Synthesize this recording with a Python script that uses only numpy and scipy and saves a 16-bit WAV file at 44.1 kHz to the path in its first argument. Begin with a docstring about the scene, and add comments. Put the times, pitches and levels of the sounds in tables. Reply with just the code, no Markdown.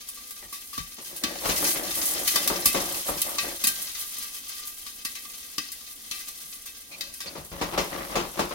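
"""Soaked popcorn kernels sizzle and spit in hot oil in a steel pot under a glass lid, close to a hand-held camera.
At first the oil only simmers. From about 1 s the pot is shaken over its iron grate: it scrapes and knocks, and
the oil flares up. From about 4 s the hiss sinks and spits go on; just before 7 s a second shake starts.
Bubbles are swarms of noise grains; blows are noise bursts that ring the pot, and every spit rings its wall.
The burner and the kitchen murmur underneath, and two microphones hear it all."""
import sys
import numpy as np
from scipy import signal
from scipy.fft import rfft, irfft, next_fast_len
from scipy.io import wavfile
from scipy.ndimage import map_coordinates

SR = 44100
rng = np.random.default_rng(int(sys.argv[2]) if len(sys.argv) > 2 else 0)


def log_audio(samples):
    """Write samples as a 16-bit WAV file to the path given in sys.argv[1]."""
    # one column per channel
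    frames = np.atleast_2d(samples).T
    # limit to full scale, then quantise
    limited = np.clip(frames, -1, 1)
    pcm = np.round(limited * 32767).astype(np.int16)
    wavfile.write(sys.argv[1], SR, pcm)


N = 376613
T = np.arange(N) / SR


def amp(db):
    """Decibels to gain."""
    return 10 ** (np.asarray(db) / 20)


def unit(x):
    """Scales each channel to rms 1."""
    return x / np.sqrt(np.mean(x ** 2, -1, keepdims=True) + 1e-20)


def read(points, hz):
    """Reads a table on a log-frequency axis."""
    f, value = np.transpose(points)
    return np.interp(np.log(hz + 1), np.log(f), value)


def add(mix, s, sound):
    """Mixes a sound in at time s."""
    part = mix[:, max(round(s * SR), 0):][:, :sound.shape[-1]]
    part += sound[..., :part.shape[-1]]


def sides(left_minus_right_db):
    """Gains of the left and right channel, split evenly around 0 dB."""
    return amp([[left_minus_right_db / 2], [-left_minus_right_db / 2]])


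def through(x, response):
    """Convolves with a response scaled to energy 1."""
    response = np.atleast_2d(unit(response)) / np.sqrt(response.shape[-1])
    return signal.oaconvolve(x, response, axes=1)[:, :x.shape[1]]


def colour(x, points, size=4096):
    """Minimum-phase filter with the shape of the given spectrum; its energy is scaled to 1."""
    log_gain = np.log(amp(read(points, abs(np.fft.fftfreq(size, 1 / SR)))))
    spectrum = np.exp(np.conj(signal.hilbert(log_gain)))
    return through(x, np.fft.ifft(spectrum).real[:size // 2])


def dying(modes):
    """One row a mode: a complex tone that dies away exponentially."""
    hz, db, t60 = np.transpose(modes)[:, :, None]
    t = T[:SR // 4]
    # dividing by the root of t60 makes the level one of energy, not of peak
    return amp(db - 60 * t / t60) / np.sqrt(t60) * np.exp(2j * np.pi * hz * t)


def struck(tones, detune=.003):
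    """Each spot excites the modes in other shares and phases; the sloshing oil shifts their pitch a little."""
    weights = rng.standard_normal((2, len(tones))) + 1j * rng.standard_normal((2, len(tones)))
    weights /= np.sqrt(abs(weights))  # evens out the shares
    steps = np.arange(tones.shape[1])
    speed = 1 + detune * rng.standard_normal()
    return np.array([np.interp(steps * speed, steps, side, right=0) for side in (weights @ tones).real])


def ring(x, response, ring_db):
    """A body passes the blow on and rings."""
    return (x + amp(ring_db) * through(x, response)) / np.hypot(1, amp(ring_db))


def flutter(rate, depth_db):
    """Random gain of rms 1 that wanders mostly slower than rate times a second."""
    hz = np.fft.rfftfreq(N, 1 / SR)[:2000]
    spectrum = rfft(rng.standard_normal(4096))[:len(hz)] / (1 + (hz / rate) ** 2)
    wander = unit(irfft(spectrum, 8192))
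    return unit(amp(depth_db * np.interp(T, np.linspace(0, T[-1], len(wander)), wander)))


def grains(per_s, spread_db, life):
    """A swarm of tiny noise bursts of uneven size, each dying in about life seconds; rms 1."""
    sizes = amp(spread_db * np.minimum(rng.exponential(1, N), 5)) * (rng.random(N) < per_s / SR)
    power = signal.lfilter([1], [1, -np.exp(-2 / (life * SR))], sizes ** 2)
    return unit(np.sqrt(power) * rng.standard_normal((2, N)))


def burst(rise, decay, linger_db, linger):
    """A scattered blow: quick swell, quick fall and a weaker lingering end; times in seconds."""
    t = T[:SR // 4]
    shape = (1 - np.exp(-t / rise)) * (np.exp(-t / decay) + amp(linger_db) * np.exp(-t / linger))
    return shape / shape.max() * rng.standard_normal((2, len(t)))


def swell(start, length, rise, fall):
    """Rises smoothly from 0 to 1, holds, and is back at 0 after length seconds."""
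    edges = np.minimum((T - start) / rise, (start + length - T) / fall)
    return np.sin(np.pi / 2 * np.clip(edges, 0, 1))


# spectrum of the fine hiss, also of the spray: pitch_hz, relative level_db
HISS = [(2000, -40), (4000, -15), (7000, -7), (9000, -1), (10800, 0), (13000, -2), (16000, -4)]
# spectrum of the coarse bubbles: pitch_hz, relative level_db
BUBBLING = [(500, -12), (900, -9.5), (1150, -5.5), (1800, -5.5), (2600, -2), (3600, 0.5), (5100, 2),
            (6500, 4), (8000, -7.5), (12000, -13)]
# ringing of pot and lid: pitch_hz, relative level_db, t60_s
POT = [(517, -22, .5), (1160, -2, .2), (1195, -3, .2), (1588, -5, .2), (1906, -4, .11), (2035, -2, .14),
       (2330, -8, .12), (2555, -5, .1), (2601, -4, .14), (2767, -9, .11), (3060, -9, .08), (3135, -6, .1),
       (3618, -5, .11), (3779, -9, .08), (4073, -7, .08), (4250, -6, .06), (4572, -7, .05), (4775, -7, .07),
       (5106, -4, .08), (5200, -8, .045), (5688, -9, .05), (6046, -9, .05), (6374, -7, .05)]


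def sizzle():
    """Countless small bubbles hiss; fewer large ones crackle and set the pot ringing."""
    hiss_db, bubble_db = oil()
    surge = flutter(rate=12, depth_db=1.14)
    hiss = grains(per_s=2000, spread_db=4.0, life=0.012) * amp(hiss_db + 1.5)
    bubbles = grains(per_s=350, spread_db=1.2, life=0.014) * amp(bubble_db - 3.0)
    bubbles = ring(bubbles * surge, struck(dying(POT)), ring_db=-6.5)
    bubbles = bubbles + ticks(bubble_db, count=110, level_db=-2.0)
    return colour(hiss * surge, HISS) * sides(-0.6) + colour(bubbles, BUBBLING) * sides(2.2)


# how lively the oil is; it rises as the pot is shaken and settles afterwards: time_s, hiss level_db before trim
LIVELINESS = [(0, -44.5), (.7, -44.5), (.95, -46), (1.3, -43), (1.5, -34), (1.85, -35.5), (2.35, -30),
              (2.6, -34), (2.8, -33), (3.2, -35.5), (3.9, -35.5), (4.5, -41), (4.85, -44), (5.5, -43),
              (5.8, -46), (6.15, -41), (6.6, -46.5), (7.5, -48.5), (7.85, -44), (8.54, -45)]
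# wet kernels meet hot steel and the oil flares up: start_s, length_s, lift_db
FLARES = [(0.994, .13, 5.5), (1.4, 0.36, 5), (1.608, .15, 6.5), (1.886, 0.26, 8), (3.042, .09, 5),
          (3.956, .1, 4.5), (5.06, 0.21, 2.5), (6.368, 0.17, 4)]
FLARE_RISE_S, FLARE_FALL_S = 0.071, 0.047
BUBBLING_DB, BUBBLING_FLARE_SHARE = -1.5, 0.51  # coarse bubbles lie under the hiss and take part of a flare


def oil():
    """Levels of the fine hiss and the coarse bubbling in dB: the oil's liveliness plus its flares."""
    lively_db = np.interp(T, *np.transpose(LIVELINESS))
    flare_db = sum(db * swell(s, length, FLARE_RISE_S, FLARE_FALL_S) for s, length, db in FLARES)
    return lively_db + flare_db, lively_db + BUBBLING_DB + BUBBLING_FLARE_SHARE * flare_db


def ticks(bubble_db, count, level_db):
    """Small droplets burst here and there on the base, as strong as the oil is lively."""
    out, pot = np.zeros((2, N)), dying(POT)
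    for when, size in rng.random((count, 2)):
        at = when * T[-1]
        tick = burst(rise=0.00055, decay=0.0069, linger_db=-12, linger=0.072)
        tick_db = np.interp(at, T, bubble_db) + level_db + 7.6 * size
        add(out, at, amp(tick_db) * ring(tick, struck(pot), ring_db=-1.0))
    return out


# water bursting in the oil, levels before each layer's trim: start_s, level_db,
# then relative to it spray_db, thump_db, tock_db of the wall; decay_s is the die-away time constant
SPITS = [(0.0866, -38, 9.5, -33, -15, 0.012), (0.1733, -42, -10, -27, -7, .01),
         (0.3062, -38, 6, -32, -15, 0.013), (0.5256, -34, 1, -15, -9, 0.046),
         (0.73, -35.5, -3, -18.5, -6, 0.053), (0.7772, -27, -6, -9, -3, 0.013),
         (1.161, -48.5, 18.5, -24, -17, 0.028), (1.2363, -14.5, -11, -12, -21.5, 0.0057),
         (2.2757, -15, -3.5, -30, -27, .0064), (2.3573, -14, -3, -37, -19, 0.008),
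         (2.475, -16.5, 2, -28, -18, 0.008), (2.6554, -15, 5, -12, -18, .017),
         (3.2163, -23.5, 10.5, -27, -26, 0.0057), (3.3832, -13.5, -30, -29, -19, 0.0053),
         (3.6383, -17.5, 1, -17, -22, 0.015), (3.6693, -19.5, 6.5, -17, -22, 0.015),
         (4.1833, -44.5, 17, 1, -14, 0.0063), (4.5399, -37, -12, -29, -11.5, .015),
         (4.672, -41, 12.5, -31, -36, 0.013), (4.8623, -32.5, -5, -26, -16, 0.027),
         (5.049, -23, -2, -19, -24, .0092), (5.1517, -30.5, -6, -28, -19, 0.021),
         (5.2508, -37, 1, -28, -12, 0.0063), (5.581, -18, -10, -15, -18, 0.0042),
         (5.7172, -37, 8, -33, -31, 0.016), (6.1109, -24, -6, -21, -34, 0.013),
         (6.2827, -36, 6.5, -30, -18, 0.0076), (6.6578, -38.5, 5.5, -28, -18, 0.018),
         (7.008, -21, -10, -28, -34, 0.0052), (7.138, -39.5, 8, -30, -29, .0071),
         (7.203, -28, -5, -21, -15, 0.02), (7.447, -45, 8, -13, -22, 0.0071)]
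# spectrum of the crack: pitch_hz, relative level_db
BURST = [(400, -18.5), (850, -8.5), (1150, -10.5), (1800, -2.5), (2600, -1), (4500, 3), (6300, 2),
         (8000, -5.5), (12000, -13)]
# spectrum of the thump under the lid: pitch_hz, relative level_db
THUMP = [(25, -28), (70, -1), (150, -9), (250, 6), (400, -9.5), (700, -21), (1500, -16.5)]


def spits():
    """A drop flashes to steam: a crack in the pot, fizzing oil spray, a thump of the air under the lid, a wall tock."""
    crack, spray, thump, wall = np.zeros((4, 2, N))
    pot, pan = dying(POT), sides(3.0)
    for s, db, spray_db, thump_db, tock_db, decay in SPITS:
        blow = burst(rise=0.00098, decay=decay, linger_db=-16.5, linger=0.072)
        add(crack, s, pan * amp(db - 5.5) * ring(blow, struck(pot), ring_db=-3.0))
        fizz = burst(rise=.001, decay=decay, linger_db=-20, linger=.05)
        add(spray, s, amp(db + spray_db - 1.5) * fizz)
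        puff = burst(rise=0.00065, decay=0.01, linger_db=-19, linger=0.061)
        add(thump, s, amp(db + thump_db + 1.0) * puff)
        add(wall, s, pan * amp(db + tock_db + 4.5) * tock())
    return colour(crack, BURST) + colour(spray, HISS) + colour(thump, THUMP) + wall


# lowest wall modes, struck by the spits: pitch_hz, relative level_db, t60_s
TOCK = [(1163.5, -1, 0.11), (1162.5, 0.5, 0.086), (1156, -7.5, 0.2)]


def tock():
    """One clean blow on the wall's lowest modes, 1 at its peak."""
    tones = struck(dying(TOCK)) * (1 - np.exp(-T[:SR // 4] / 0.0015))
    return tones / abs(tones).max(1, keepdims=True)


# pushes and pulls of the pot over the grate: start_s, length_s, scrape level_db,
# kernels_db of the sliding kernels relative to it (before trim)
STROKES = [(0.968, 0.17, -64, 7), (1.096, .13, -50.5, -1), (1.211, 0.24, -41.5, -9),
           (1.411, .19, -42.5, 11), (1.577, 0.19, -37.5, -7), (1.734, .23, -40, 0), (1.952, .16, -41, 1.5),
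           (2.085, .23, -41, -3), (2.306, .42, -41, -5), (2.714, 0.33, -42, 2), (3.045, .18, -42, 4),
           (3.236, .19, -44, 6.5), (3.407, 0.18, -40, -3), (3.576, 0.33, -57, -6),
           (6.884, 0.28, -58.5, 3.5), (7.23, .26, -51, -2), (7.512, 0.3, -48, 8.5), (7.71, .2, -47.5, 17),
           (7.897, 0.22, -38.5, 5), (8.087, 0.23, -43, 10.5), (8.334, .17, -45, 7.5),
           (8.488, .17, -42.5, 10.5)]
STROKE_RISE_S, STROKE_FALL_S = 0.044, 0.14
# the pot bumping the grate, levels before trim: start_s, level_db, then relative to it clank_db and stove boom_db
KNOCKS = [(0.424, -45, -4, -19), (0.982, -39.5, -6, -16), (1.454, -22, -6, -11), (1.489, -21, -2, -11.5),
          (1.623, -25, -25, -17), (1.756, -29, -0.5, -20), (2.356, -26, -15, -31), (2.499, -20.5, -26, -18),
          (2.746, -17, -8, -18), (3.085, -23, -15, -16), (7.257, -39.5, 4, -5), (7.352, -30.5, -11, -30),
          (7.373, -37, -7, 1), (7.514, -39, -2, 3), (7.612, -19, -9, -13), (7.734, -26, -27, -13),
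          (7.776, -16.5, -5.5, -16), (8.154, -16.5, -7.5, -16), (8.198, -27, -10, -13),
          (8.373, -27.5, -10, -30), (8.391, -15.5, -11, -16)]
# hollow ringing of the pot's air, the grate and the stove top: pitch_hz, relative level_db, t60_s
GRATE = [(185, 2, .1), (225, -4, .08), (300, -5, .08), (352, 1, .08), (460, -9, .05), (558, 0, .06),
         (746, -6, .05), (851, -5, .06), (971, -8, .05), (1150, -4, .06)]
# spectra of the grinding base, sliding kernels, knocks, clanking pot, booming stove: pitch_hz, relative level_db
SCRAPE = [(60, -35), (140, -12.5), (230, -4.5), (330, 4), (430, -6), (560, 2.5), (750, 1), (1100, -13),
          (2000, -2.5), (6000, -62)]
SLIDE = [(300, -25), (550, -2), (800, -3.5), (1150, 0.5), (1600, -11), (3000, -9), (6000, -18),
         (12000, -50)]
KNOCK = [(50, -21), (150, -7), (350, 0), (800, 0), (1200, -0.5), (1700, -8.5), (3000, -13.5), (8000, -22.5)]
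CLANK = [(700, -45), (1500, -1), (2200, 8.5), (4200, 6.5), (6300, 5), (8000, -2.5), (15000, -14)]
BOOM = [(15, -32), (42, -1.5), (70, -3.5), (110, -8), (180, -4), (400, -41)]
# the stove's rumble grows more slowly than the grinding: its level when the grinding is at PIVOT_DB, and dB per dB
RUMBLE_DB, PIVOT_DB, RUMBLE_SLOPE = -53.5, -40, 0.65


def shaking():
    """The base grinds and bumps on the grate while kernels slide inside; the stove booms and the pot clanks."""
    knock, clank = np.zeros((2, 2, N))
    scraping, sliding = np.zeros((2, N))
    for s, length, db, kernels_db in STROKES:
        push = amp(db) * swell(s, length, STROKE_RISE_S, STROKE_FALL_S)
        scraping += push
        sliding += amp(kernels_db) * push
    catching = flutter(rate=15, depth_db=0.5)  # the base sticks and slips
    scrape = grains(per_s=670, spread_db=1.5, life=0.0023) * scraping * catching
    slide = grains(per_s=650, spread_db=1.5, life=0.0016) * sliding * catching * amp(-5.0)
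    rumble = amp(RUMBLE_DB) * (np.hypot(scraping, sliding) / amp(PIVOT_DB)) ** RUMBLE_SLOPE
    boom = rng.standard_normal((2, N)) * flutter(rate=15, depth_db=2.5) * rumble
    pot = dying(POT)
    for s, db, clank_db, boom_db in KNOCKS:
        bump = burst(rise=0.00072, decay=0.028, linger_db=-13, linger=0.084)
        add(knock, s, amp(db - 7.0) * bump)
        rattle = burst(rise=0.0031, decay=0.024, linger_db=-10, linger=0.057)
        add(clank, s, amp(db + clank_db - 4) * ring(rattle, struck(pot), ring_db=-12))
        thud = burst(rise=0.002, decay=0.019, linger_db=-2, linger=0.076)
        add(boom, s, amp(db + boom_db - 4.5) * thud)
    grinding = colour(scrape, SCRAPE) + colour(slide, SLIDE) + colour(knock, KNOCK)
    # long waves reach both microphones in step, so both sides share one ringing
    iron = ring(grinding, dying(GRATE).real.sum(0), ring_db=-16.5)
    return (iron + colour(clank, CLANK) + colour(boom, BOOM)) * sides(2.6)


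# hand and mitt squeaking on the handles: start_s, level_db, pitch_hz, length_s
RUBS = [(0.408, -55.5, 1890, 0.067), (6.905, -46.5, 2430, 0.066), (6.917, -49, 4200, 0.047),
        (7.262, -39.5, 4500, .04), (7.368, -52, 4400, 0.029)]
# soft thuds of handling: start_s, level_db
THUDS = [(0.449, -55), (0.781, -37), (2.659, -41), (3.667, -49), (6.432, -58)]


def handling():
    """Short squeaks on the handles are noise through a sharp resonance; dull thuds are low noise bursts."""
    rubs, thuds = np.zeros((2, 2, N))
    for s, db, hz, length in RUBS:
        noise = rng.standard_normal((2, round(length * SR)))
        resonance = signal.iirpeak(hz, 8, SR)
        rasp = signal.lfilter(*resonance, signal.lfilter(*resonance, noise))
        add(rubs, s, amp(db) * unit(rasp * signal.windows.tukey(rasp.shape[1], .7)))
    for s, db in THUDS:
        add(thuds, s, amp(db) * burst(rise=0.004, decay=0.024, linger_db=-25, linger=0.05))
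    return rubs + colour(thuds, BOOM)


# spectrum of flame and kitchen: pitch_hz, relative level_db
MURMUR = [(12, -24), (20, 6), (75, 1), (98, -8.5), (163, -8.5), (253, 0), (400, -10.5), (520, -6),
          (546, -21.5), (721, -8), (1000, -24), (1300, -42), (2200, -120)]
MURMUR_DB = -61


def murmur():
    """Low steady noise of the gas flame and the kitchen."""
    noise = rng.standard_normal((2, N)) * flutter(rate=14, depth_db=0.5)
    return amp(MURMUR_DB) * colour(noise, MURMUR) * sides(2.4)


def kitchen(x, t60, wet_db):
    """A short diffuse tail from the hob, hood and walls."""
    t = T[:SR // 2]
    tail = rng.standard_normal((2, len(t))) * amp(-60 * t / t60) * (t > .004)
    return x + amp(wet_db) * through(x, tail)


# how alike the two microphones hear: pitch_hz, likeness (0-1)
LIKENESS = [(60, 0.83), (330, 0.84), (650, 0.79), (1400, 0.24), (4000, 0.12), (15000, 0.2)]
# lead of the left microphone as the camera moves: time_s, lead_ms
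LEAD = [(0, 0.017), (.9, 0.091), (1.4, .27), (2.3, .29), (3.6, 0.22), (4.2, 0.023), (6.6, 0.0068),
        (7.2, 0.19), (7.8, 0.2), (8.3, 0.28)]
# sound common to both microphones: pitch_hz, left minus right level_db
BALANCE_DB = [(60, 2), (130, 6.5), (270, 2), (550, 2), (1200, 20.5), (4000, 2), (10000, 9)]


def microphones(x):
    """Both ports hear nearly the same bass but mostly different reflections in the treble; the left one leads."""
    size = next_fast_len(N)
    hz = np.fft.rfftfreq(size, 1 / SR)
    same = np.clip(read(LIKENESS, hz), 0, 1)
    left, right = rfft(x, size)
    shared = same * left / amp(read(BALANCE_DB, hz))
    right = irfft(shared + np.sqrt(1 - same ** 2) * right, size)[:N]
    delay = np.interp(T, *np.transpose(LEAD)) * SR / 1000  # ms to samples
    return np.array([x[0], map_coordinates(right, [np.arange(N) - delay], order=3)])


def scene():
    """The pot on the stove, heard from just above the lid."""
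    cooking = sizzle() + spits() + shaking() + handling()
    heard = kitchen(cooking, t60=.33, wet_db=-12)
    return microphones(heard + murmur())


EDGE_HZ = 16200


def record(dry):
    """The recorder's band limit: a steep low-pass."""
    lowpass = signal.firwin(511, EDGE_HZ, window=("kaiser", 9), fs=SR)
    return signal.oaconvolve(dry, lowpass[None], "same")


dry = scene()
out = record(dry)
log_audio(out)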